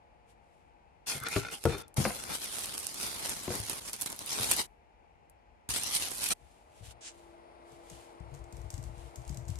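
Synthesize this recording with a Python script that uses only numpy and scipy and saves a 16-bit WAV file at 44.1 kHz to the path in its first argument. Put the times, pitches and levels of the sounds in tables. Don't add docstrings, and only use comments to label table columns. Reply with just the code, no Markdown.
import sys
import numpy as np
from scipy import signal
from scipy.fft import rfft, irfft, next_fast_len
from scipy.io import wavfile

SR = 44100
rng = np.random.default_rng(int(sys.argv[2]) if len(sys.argv) > 2 else 0)


def transcribe(signal):
    frames = np.atleast_2d(signal).T
    limited = np.clip(frames, -1, 1)
    pcm = np.round(limited * 32767).astype(np.int16)
    wavfile.write(sys.argv[1], SR, pcm)


N = 422919
TIME = np.arange(N) / SR

# f/Hz before detuning, relative level/dB, t60/s
DESK_MODES = [(58.1, -3.5, 0.2), (73.7, -6, 0.2), (106, -5.5, 0.17), (120.8, -6, 0.24), (136, -11, 0.12),
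              (175, -14, 0.11), (276.6, -26.5, 0.07)]
# f/Hz, relative level/dB
SNAP_SPECTRUM = [(400, -10), (1500, -14), (3500, -7), (7000, -1.5), (10000, 4), (12500, -1.5), (15500, -20)]


def from_db(db):
    return 10 ** (np.asarray(db) / 20)


def rms_one(x):
    return x / np.sqrt(np.mean(x ** 2) + 1e-20)


def in_time(rows):
    s, *columns = np.transpose(rows)
    return [np.interp(TIME, s, c) for c in columns]


def during(start, end, fade_s):
    inside_s = np.minimum(TIME - start, end - TIME)
    return np.clip(1 + inside_s / fade_s, 0, 1)


def pan(side_db):
    gains = from_db(np.array([[.5], [-.5]]) * side_db)
    return gains / np.sqrt(np.mean(gains ** 2, axis=0))


def from_left(x):
    lag_s = 0.00042
    return np.array([x[0], np.interp(TIME - lag_s, TIME, x[1])])


def drift(per_s):
    knots = rng.standard_normal(int(N / SR * per_s) + 2)
    return rms_one(np.interp(TIME * per_s, np.arange(len(knots)), knots))


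def colour(x, spectrum):
    hz, db = np.transpose(spectrum)
    size = next_fast_len(x.shape[-1])
    f = np.arange(size // 2 + 1) * SR / size + 1e-3
    octaves_outside = np.maximum(np.log2(hz[0] / f), 0) + np.maximum(np.log2(f / hz[-1]), 0)
    gain = from_db(np.interp(np.log(f), np.log(hz), db) - 24 * octaves_outside)
    return rms_one(irfft(rfft(x, size) * gain, size)[..., :x.shape[-1]])


def stereo_noise(alike, size=N):
    alike = np.clip(alike, 0, 1)
    shared = np.sqrt(alike) * rng.standard_normal(size)
    return shared + np.sqrt(1 - alike) * rng.standard_normal((2, size))


def add(out, s, sound):
    start = min(round(s * SR), N)
    out[:, start:start + sound.shape[-1]] += sound[..., :N - start]


def crack(spectrum, t60, tail_db, tail_t60, alike, rise_s=1e-5):
    t = TIME[:SR // 4]
    decay = from_db(-60 * t / t60) + from_db(tail_db - 60 * t / tail_t60)
    envelope = decay * (1 - np.exp(-t / rise_s))
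    burst = colour(stereo_noise(alike, size=len(t)), spectrum) * envelope
    return burst / np.abs(burst.mean(axis=0)).max()


def struck(modes, contact_s, scatter_db, detune, in_step=False):
    t = TIME[:SR // 3]
    hz, db, t60 = np.transpose(modes)[:, :, None]
    strength, shift = rng.standard_normal((2, len(modes), 1))
    signs = 1 if in_step else (-1) ** np.arange(len(modes))[:, None]
    decay = from_db(db + scatter_db * strength - 60 * t / t60)
    rings = signs * decay * np.sin(2 * np.pi * hz * (1 + detune * shift) * t)
    sound = rings.sum(axis=0) * (1 - np.exp(-t / contact_s))
    return sound / np.abs(sound).max()


def firmer(modes, firm_db):
    lowest_hz = modes[0][0]
    return [(hz, level + firm_db * np.log2(hz / lowest_hz), *rest) for hz, level, *rest in modes]


def room(x, wet_db):
    t, t60 = TIME[:SR // 2], 0.43
    tail = rng.standard_normal((2, len(t))) * from_db(-60 * t / t60) * (t > .004)
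    tail /= np.sqrt(np.sum(tail ** 2, axis=1, keepdims=True))
    return x + from_db(wet_db) * signal.fftconvolve(x, tail, axes=1)[:, :N]


def swells(rows):
    swell_db, curve = 18.5, 1.61
    t, power = TIME[::32], 0
    for s, rise_s, fall_s, db in rows:
        away = np.maximum((s - t) / rise_s, (t - s) / fall_s)
        power = power + from_db(db - swell_db * np.minimum(np.abs(away), 10) ** curve) ** 2
    return np.interp(TIME, t, np.sqrt(power))


def crackle(per_s, spread_db, clump_db):
    born = rng.random(N) < per_s * from_db(clump_db * drift(60)) / SR
    sizes = born * from_db(spread_db * np.minimum(rng.exponential(1, N), 3))
    clicks = rms_one(sizes * np.tanh(stereo_noise(alike=0.074)))
    quiver_t60 = .003
    pole = from_db(-60 / (quiver_t60 * SR)) ** 2
    dying_power = signal.lfilter([1], [1, -pole], sizes ** 2 + 1e-18)
    quiver = rms_one(np.sqrt(dying_power) * rng.standard_normal((2, N)))
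    return rms_one(clicks + quiver)


def gliding(slips, hz, width_hz):
    turn = np.exp(2j * np.pi * np.cumsum(hz) / SR)
    lowpass = signal.butter(2, width_hz / 2, fs=SR, output="sos")
    return np.real(turn * signal.sosfilt(lowpass, slips / turn))


def tone(hz, db):
    phase = 2 * np.pi * np.cumsum(hz * (1 + 0.0024 * drift(25))) / SR
    return np.sqrt(2) * from_db(db + 1.3 * drift(7.8)) * np.sin(phase)


def background():
    # f/Hz, relative level/dB
    room_spectrum = [(25, -14), (50, -0.5), (75, -6.5), (130, -17.5), (200, -16), (340, -18.5),
                     (500, -16.5), (730, -16), (840, -8.5), (1100, -23.5), (1700, -26.5), (2400, -24),
                     (3500, -37.5), (9700, -48.5), (14000, -61)]
    fan_spectrum = [(250, -14), (330, -13), (385, -14), (465, -5.5), (535, -14.5), (620, -3.5), (740, -8.5),
                    (900, -10), (1230, -17), (1750, -25.5), (2100, -21), (2700, -29.5), (5000, -34.5),
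                    (6500, -44), (8000, -41.5), (9400, -35.5), (10400, -41), (11500, -50.5), (14000, -58)]
    # t/s, level/dB
    fan_curve = [(0, -72.5), (6.3, -93), (6.4, -70.5), (6.85, -60.5), (7.0, -60.5), (7.5, -56.5),
                 (8.2, -55), (9.59, -55)]
    hum_curve = [(6.88, -100), (6.95, -70.5), (7.2, -63), (9.59, -60)]
    # f/Hz, level/dB
    whines = [(140, -82.5), (339, -83), (473.7, -80.5), (560, -84.5), (705, -75.5), (840, -75)]
    fan_db, = in_time(fan_curve)
    hum_db, = in_time(hum_curve)
    air = from_db(-62.0) * colour(stereo_noise(alike=0.36), room_spectrum)
    fan = from_db(fan_db) * colour(stereo_noise(alike=0.52), fan_spectrum)
    blades = tone(340.3, hum_db)
    hum = blades + sum(tone(hz, db) for hz, db in whines)
    return from_left(air + fan + hum) * pan(4.0)


def brushing(strokes, spectrum):
    grain = crackle(per_s=1500, spread_db=4.0, clump_db=4.0)
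    fibres = stereo_noise(alike=0.037) + from_db(-2.5) * grain
    return colour(fibres, spectrum) * swells(strokes) * pan(0.18)


def sleeves():
    # t/s of the peak, rise/s, fall/s, level/dB
    stroke_rows = [(.30, 0.032, 0.047, -68), (.54, .2, .2, -79.5), (6.51, 0.29, 0.3, -70),
                   (6.79, 0.1, 0.042, -63.5), (6.86, 0.048, 0.05, -53), (6.915, 0.044, 0.019, -54),
                   (7.16, 0.13, 0.28, -67.5), (7.725, 0.094, .12, -65), (7.95, 0.18, 0.23, -58.5),
                   (8.37, 0.13, 0.055, -67.5), (8.56, 0.11, 0.36, -67.5), (8.75, 0.057, .05, -62),
                   (8.85, 0.025, 0.098, -64.5), (9.02, 0.14, 0.19, -61.5), (9.33, 0.24, 0.1, -64),
                   (9.5, 0.035, 0.11, -58.5)]
    sweep_rows = [(7.077, 0.094, 0.044, -44.5)]
    # f/Hz, relative level/dB
    stroke_spectrum = [(1500, -7), (2100, -8), (2900, -2), (5500, -7), (7400, -4.5), (9500, -5),
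                       (11000, -8.5), (12500, -15), (15000, -30)]
    sweep_spectrum = [(1500, -5), (2200, -3), (2900, -1), (4300, -3), (7500, 2.5), (9500, -6.5),
                      (11000, -17), (12000, -30)]
    sweep = brushing(sweep_rows, sweep_spectrum) * during(7.012, 7.2, fade_s=0.0059)
    return brushing(stroke_rows, stroke_spectrum) + sweep


def creases():
    # t/s, level/dB, left over right/dB
    snaps = [(1.0739, -34, -1), (1.2013, -32, -3), (1.2358, -33, -6), (1.2857, -23, -5), (1.5126, -33, -2),
             (1.639, -26.5, -5), (1.6542, -24.5, -5), (1.782, -36, -5), (1.8807, -44, 1), (1.9419, -40, -1),
             (2.238, -29, -5), (2.4425, -28, -7), (2.5845, -25, -9), (2.591, -27, -5), (2.6365, -30, -8),
             (2.6428, -31, -5), (2.6573, -27, 0), (2.7403, -28, -2), (2.7496, -28, -7), (2.7791, -23, -5.5),
             (2.7895, -27, 2), (2.799, -27, -5), (2.8462, -31, -6), (2.8681, -21, -10), (2.943, -27, 0),
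             (3.2582, -24.5, -6), (3.2945, -21.5, 0), (3.3009, -27, -1), (3.5532, -25, 2), (3.6009, -27, 1),
             (3.6646, -28, -10), (3.697, -19.5, -4), (3.8959, -30, -1), (3.9319, -24, 1), (3.9392, -29, -1),
             (3.9632, -32, -2), (4.012, -23, -5), (4.017, -23, -3), (4.021, -20.5, -9), (4.0604, -21.5, 1),
             (4.1009, -25.5, -4), (4.1201, -32.5, 0), (4.1269, -26.5, 0), (4.1625, -37, -1),
             (4.1909, -27, 0.5), (4.2612, -28.5, -4), (4.411, -22, -1), (4.5133, -12, -4.5),
             (4.518, -18, -1), (4.5358, -22.5, -1), (4.565, -21.5, 0), (5.2975, -50.5, 2), (5.69, -24, -6),
             (5.7628, -23.5, -3), (5.7802, -26, -6), (5.834, -20, -5), (5.8702, -29, -2), (5.8934, -28, -2),
             (5.9504, -19.5, -6), (6.0226, -24, -1), (6.0539, -25, -2), (6.085, -26.5, -2),
             (6.1077, -29, -2), (6.117, -24.5, -5), (6.1478, -29, -4), (6.1727, -30, -6), (6.1816, -32, -6),
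             (6.2403, -17, -4), (6.2609, -19.5, 1), (6.2878, -20, -4)]
    out = np.zeros((2, N))
    for s, db, side_db in snaps:
        spectrum = firmer(SNAP_SPECTRUM, 2.5 * rng.standard_normal())
        snap = crack(spectrum, t60=.006, tail_db=-24.5, tail_t60=0.073, alike=0.2, rise_s=.0005)
        add(out, s, from_db(db) * pan(side_db) * snap)
    return room(out, wet_db=-31.5)


def shifting(x, patchy_db):
    centres = np.geomspace(1000, 16000, num=17)
    size = next_fast_len(N)
    octave = np.log2(np.maximum(np.arange(size // 2 + 1) * SR / size, 1))
    spectrum, out = rfft(x, size), 0
    for share in np.eye(len(centres)):
        weight = np.interp(octave, np.log2(centres), share)
        band = irfft(spectrum * weight, size)[:, :N]
        out = out + band * from_db(patchy_db * drift(25))
    return rms_one(out)


def off_desk(x):
    typical_lag_s, echo_db = .0012, -1
    echoes = []
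    for side in x:
        lag_s = typical_lag_s * np.exp(.25 * drift(7))
        source = np.arange(N) - np.round(lag_s * SR).astype(int)
        echoes.append(side[np.maximum(source, 0)])
    return rms_one(x + from_db(echo_db) * np.array(echoes))


def small_snaps():
    per_s, smallest_db = 60, -1
    out = np.zeros((2, N))
    shapes = [crack(SNAP_SPECTRUM, t60=0.007, tail_db=-28.0, tail_t60=.04, alike=0.18,
                    rise_s=.0005)[:, :SR // 30] for _ in range(8)]
    slot = SR // 200
    for k, (chance, late, size, side, shape) in enumerate(rng.random((N // slot, 5))):
        if chance < per_s * slot / SR:
            gain = from_db(smallest_db + 3.5 * size ** 2) * pan(14 * (side - .5))
            add(out, (k + late) * slot / SR, gain * shapes[int(shape * len(shapes))])
    return out


def wrapper():
    # start t/s, end t/s, crinkle level/dB
    handling = [(1.071, 1.818, -54), (1.973, 3.792, -43.5), (3.811, 4.66, -52), (5.698, 6.327, -41.5)]
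    # t/s of the peak, rise/s, fall/s, crinkle level/dB, level/dB of the sheet's rubbing
    tugs = [(1.098, 0.05, 0.067, -31, -48), (1.165, 0.03, 0.032, -37, -46.5), (1.36, 0.11, 0.082, -38, -49),
            (1.53, 0.02, 0.045, -40, -44), (1.70, 0.11, 0.087, -45.5, -81),
            (1.78, 0.0082, 0.084, -49.5, -47), (1.99, 0.1, 0.21, -37.5, -40),
            (2.31, 0.1, 0.074, -59, -44.5), (2.354, 0.054, 0.027, -34, -51),
            (2.425, 0.029, 0.084, -40, -52), (2.59, 0.24, 0.34, -41, -50.5),
            (3.045, 0.098, .12, -33.5, -45), (3.25, 0.27, 0.28, -39, -46), (3.565, 0.11, 0.066, -38, -40.5),
            (3.705, 0.03, 0.16, -39, -45), (3.885, 0.078, 0.042, -39.5, -50),
            (3.936, 0.0099, 0.041, -38.5, -45), (4.02, 0.03, 0.042, -38.5, -49.5),
            (4.063, 0.0091, 0.026, -34, -46), (4.10, 0.017, 0.065, -45.5, -46.5),
            (4.21, 0.026, 0.067, -47, -49.5), (4.27, 0.01, .06, -43, -55), (4.31, 0.049, 0.079, -36, -53),
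            (4.44, 0.17, 0.14, -31.2, -40.5), (4.517, 0.042, 0.09, -28.5, -39.5),
            (4.595, 0.061, 0.056, -33, -44.5), (5.703, 0.063, 0.055, -32, -49),
            (5.764, 0.06, 0.047, -31, -43.5), (5.84, 0.061, 0.14, -38.5, -68),
            (5.95, 0.058, 0.056, -29.5, -51), (6.035, 0.08, 0.059, -33.5, -51),
            (6.25, 0.074, 0.084, -32, -53), (6.315, 0.046, 0.11, -32.5, -48)]
    # t/s, left over right/dB
    hand_side = [(1.08, 1), (1.3, -2.5), (1.75, -1.5), (2.0, 0.5), (2.33, 0.5), (2.44, -2), (3.18, -2.5),
                 (3.43, -1), (3.6, -3), (4.25, -2), (4.45, -0.5), (5.75, 0), (6.3, -2)]
    # f/Hz, relative level/dB
    left_spectrum = [(700, -11.5), (1400, -4), (1700, -6.5), (2600, -1.5), (4400, 0), (5500, -1),
                     (6700, -2), (8500, -4.5), (11500, -4.5), (13200, -8), (14200, -29.5), (16000, -42.5)]
    right_spectrum = [(700, -7.5), (1600, -9), (2600, -4.5), (5500, -1.5), (6700, -2.5), (7700, -1),
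                      (8500, 0), (9350, 5.5), (10300, -0.5), (11600, -3), (13200, -10.5), (14200, -30.5),
                      (16000, -44)]
    sizzle_spectrum = [(13000, -31.5), (13900, 3.5), (15200, -0.5), (16000, -3.5)]
    sheet_spectrum = [(30, -9.5), (50, 1), (109, 0), (168, -2), (224, 0.5), (316, -0.5), (615, -2.5),
                      (930, -1), (1160, -5), (1400, -7), (1810, -11), (2600, -21), (3400, -34)]

    spells = [during(start, end, fade_s=0.011) for start, end, _ in handling]
    slide = sum(spell * from_db(db) for spell, (_, _, db) in zip(spells, handling))
    held = sum(spells)
    crinkle_tugs = swells([(s, rise, fall, db) for s, rise, fall, db, _ in tugs])
    sheet_tugs = swells([(s, rise, fall, db) for s, rise, fall, _, db in tugs])
    crinkle_gain = np.hypot(slide, held * crinkle_tugs)
    sheet_gain = np.hypot(slide * from_db(-9.5), held * sheet_tugs)
    side_db, = in_time(hand_side)

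    grains = crackle(per_s=1900, spread_db=3.6, clump_db=4.0)
    sliding = stereo_noise(alike=0.024) * from_db(0.62 * drift(90))
    left, right = off_desk(shifting(grains + from_db(-3) * sliding, patchy_db=2.0))
    fine = np.array([colour(left, left_spectrum), colour(right, right_spectrum)])
    fine = fine + from_db(-15) * colour(left, sizzle_spectrum) * [[1], [-1]]
    sheet_source = stereo_noise(alike=0.73) + from_db(2.5) * grains
    sheet = from_left(colour(sheet_source, sheet_spectrum)) * from_db(0.81 * drift(50))
    crinkle = (fine + small_snaps()) * crinkle_gain * pan(side_db)
    return crinkle + sheet * sheet_gain * pan(5.2)


def cardboard_drag():
    # t/s of the peak, rise/s, fall/s, level/dB
    shoves = [(1.12, 0.037, 0.12, -41.5), (1.26, .055, 0.063, -38), (1.34, 0.069, .1, -42),
              (1.47, 0.09, 0.13, -46), (1.705, 0.03, 0.13, -43), (1.745, 0.03, 0.012, -42),
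              (2.32, .06, .05, -42)]
    # middle f/Hz, width/Hz, relative middle level/dB
    panels = [(457, 30, 2), (813, 34, 1), (1394, 133, 0), (2120, 110, -7), (2440, 220, -7), (3550, 150, -7),
              (4200, 300, -10)]
    # f/Hz, relative level/dB
    rub_spectrum = [(150, 0), (450, -3.5), (1400, -3), (2200, -0.5), (2900, -7), (3800, -6), (6000, -8)]
    slips = stereo_noise(alike=0.51) * from_db(4.9 * drift(300))
    rings = 0
    for hz, width_hz, db in panels:
        level = from_db(db + 5 * drift(18))
        rings = rings + level * gliding(slips, hz * (1 + .016 * drift(14)), width_hz)
    rub = colour(slips, rub_spectrum)
    return rms_one(from_db(1.5) * rms_one(rings) + rub) * swells(shoves) * pan(1.7)


def box():
    # t/s, slap level/dB, boom
    # level/dB, firmness/dB per octave, pitch ratio
    bumps = [(1.151, -45, -36, -5.5, 1.14), (1.214, -53, -39, -5, 1), (1.362, -22, -18, 2.5, 0.87),
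             (1.6535, -22, -12.5, 3, 1), (1.666, -47, -18, -7, 1), (1.675, -33, -25, 0, 1.08),
             (1.695, -32, -37, 7, 1), (1.704, -31, -33, 3, 1.05), (1.725, -35, -31.5, 6, 0.97),
             (1.744, -40, -30, 6, 0.88), (1.779, -39, -41, 3, 1), (1.98, -31, -19, -7, 1.05),
             (1.989, -45, -26, -9, 1.6), (2.014, -45, -32, -9, 1), (2.063, -27, -27, -3, 1.7),
             (3.478, -33, -27, 3, 0.796), (3.503, -33, -29, 2, 1.05), (3.546, -36, -34, 2, .9),
             (3.599, -48, -33, -8, .86), (3.697, -46, -38.5, 5, 0.86), (4.399, -41, -34, -2, 0.98),
             (5.69, -35, -37, -18, .9)]
    # f/Hz at pitch ratio 1 before detuning, relative level/dB, t60/s
    box_modes = [(88, -8, .09), (122, 1, .115), (165, -4, .08), (205, -2.5, .09), (260, -10, .05),
                 (350, -5, .075), (400, -3.5, .06), (457, -1, .085), (515, -7, .05), (575, -13, .05),
                 (700, -15, .07), (900, -18, .06), (1310, -19, .06), (1425, -22, .06)]
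    # f/Hz, relative level/dB
    slap_spectrum = [(200, 2), (470, -1.5), (600, -10.5), (720, 2.5), (900, -6), (1350, -7), (1900, -10.5),
                     (2700, -14.5), (4000, -18), (9000, -33.5)]
    desk_share_db = -16.5
    booms, slaps = np.zeros((2, 2, N))
    for s, slap_db, boom_db, firm_db, ratio in bumps:
        modes = [(hz * ratio, db, t60) for hz, db, t60 in firmer(box_modes, firm_db)]
        boom = struck(modes, contact_s=0.0027, scatter_db=1.5, detune=0.008, in_step=True)
        shake = struck(DESK_MODES, contact_s=0.0022, scatter_db=5.0, detune=0.07)
        slap = crack(slap_spectrum, t60=0.037, tail_db=-23.0, tail_t60=0.15, alike=0.44)
        add(booms, s, from_db(boom_db) * boom)
        add(booms, s, from_db(boom_db + desk_share_db) * shake)
        add(slaps, s, from_db(slap_db) * slap)
    return (room(booms, wet_db=-14.5) + room(slaps, wet_db=-7.0)) * pan(5.1)


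def rasp():
    # t/s, resonance f/Hz, level/dB
    rasp_curve = [(1.21, 1430, -52), (1.24, 1400, -42), (1.278, 1470, -45), (1.30, 2200, -46),
                  (1.35, 2480, -45), (1.42, 2430, -53), (1.50, 2460, -56), (1.54, 2960, -44),
                  (1.58, 3060, -59)]
    hz, level_db = in_time(rasp_curve)
    slips = crackle(per_s=650, spread_db=1.5, clump_db=2.0)
    ringing = rms_one(gliding(slips, hz, width_hz=480))
    window = during(rasp_curve[0][0], rasp_curve[-1][0], fade_s=0.014)
    return ringing * from_db(level_db) * pan(1.7) * window


def frame():
    # t/s, level/dB
    clacks = [(2.0515, -14), (2.059, -22.5), (2.1048, -27), (3.479, -32.5), (3.504, -30), (3.519, -35)]
    # f/Hz before detuning, relative level/dB, t60/s
    frame_modes = [(240, -9.5, .07), (505, -2, 0.064), (726, 0.5, 0.051), (854, -7, 0.023),
                   (1030, -2, .025), (1250, -5.5, 0.032), (1547, -3.5, .03), (2020, 0.5, 0.015),
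                   (2250, 0, .012), (2720, 0, .01)]
    out = np.zeros((2, N))
    for s, db in clacks:
        clack = struck(frame_modes, contact_s=0.00027, scatter_db=1.7, detune=0.0089)
        add(out, s, from_db(db) * clack)
    return room(out, wet_db=-8.5) * pan(3.0)


def desk():
    # t/s, level/dB, firmness/dB per octave
    thuds = [(5.69, -40, -1), (6.407, -51.5, -2), (6.807, -41.5, -2), (6.878, -45.5, -1),
             (7.711, -54.5, -1), (7.912, -44.5, 3), (8.203, -34, 4), (8.315, -38, 7), (8.393, -37, -3),
             (8.523, -37.5, -2), (8.585, -35, -8.5), (8.636, -35, -3), (8.728, -29.5, -4.5),
             (8.777, -32, 8), (8.85, -34, -10), (8.889, -35.5, -0.5), (8.972, -36.5, -4), (9.022, -41, -9),
             (9.172, -35.5, 6.5), (9.268, -36.5, -9), (9.299, -31, 6), (9.377, -33.5, 10.5),
             (9.409, -37, -8), (9.458, -33.5, -5), (9.493, -28, 6), (9.552, -45, 2)]
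    release_s, release_db = 0.0409, -10
    out = np.zeros((2, N))
    for s, db, firm_db in thuds:
        modes = firmer(DESK_MODES, firm_db)
        press = struck(modes, contact_s=0.0014, scatter_db=4.5, detune=0.086)
        release = struck(DESK_MODES, contact_s=.004, scatter_db=2.5, detune=0.097)
        add(out, s, from_db(db) * press)
        add(out, s + release_s * rng.uniform(0.606, 1.4), from_db(db + release_db) * release)
    return from_left(room(out, wet_db=-17)) * pan(13.0)


def keys():
    # t/s, level/dB
    ticks = [(7.7195, -54), (7.8991, -42), (7.917, -50), (8.2002, -58), (8.3403, -49), (8.348, -44.5),
             (8.3904, -57), (8.4405, -50.5), (8.525, -47.5), (8.5678, -48.5), (8.6158, -51), (8.7031, -37),
             (8.7265, -48), (8.7404, -36.5), (8.7784, -44), (8.8269, -48.5), (8.8385, -44.5), (8.9798, -52),
             (9.158, -43.5), (9.2185, -53), (9.2505, -49), (9.2777, -41.5), (9.2934, -39), (9.3111, -51),
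             (9.3265, -50), (9.3446, -44), (9.3718, -38), (9.4528, -51), (9.4813, -41), (9.4857, -39.5),
             (9.5011, -41), (9.556, -41.5), (9.587, -40.5)]
    # f/Hz, relative level/dB
    tick_spectrum = [(700, -7), (2000, -6.5), (3300, -5.5), (4600, -1), (6500, 5), (8200, 4), (9600, -5.5),
                     (11500, -3.5), (13000, -9), (16000, -26)]
    # f/Hz before detuning, relative level/dB, t60/s
    cap_modes = [(5720, -10, .02), (7320, -1, 0.027), (8190, 0, 0.045)]
    cap_db = -11.5
    out = np.zeros((2, N))
    for s, db in ticks:
        spectrum = firmer(tick_spectrum, 1.3 * rng.standard_normal())
        tick = crack(spectrum, t60=0.011, tail_db=-22.5, tail_t60=0.27, alike=0.082, rise_s=0.00056)
        ring = struck(cap_modes, contact_s=0.0005, scatter_db=2, detune=0.042)
        add(out, s, from_db(db) * tick)
        add(out, s, from_db(db + cap_db) * ring)
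    return room(out, wet_db=-9.5) * pan(2.0)


def scene():
    unpacking = creases() + wrapper() + cardboard_drag() + box() + rasp() + frame()
    typing = desk() + keys()
    return background() + sleeves() + unpacking + typing


def record(dry):
    bass_cut = signal.butter(3, 36, "high", fs=SR, output="sos")
    treble_cut = signal.ellip(10, .1, 80, 16000, fs=SR, output="sos")
    return signal.sosfilt(treble_cut, signal.sosfilt(bass_cut, dry))


dry = scene()
out = record(dry)
transcribe(out)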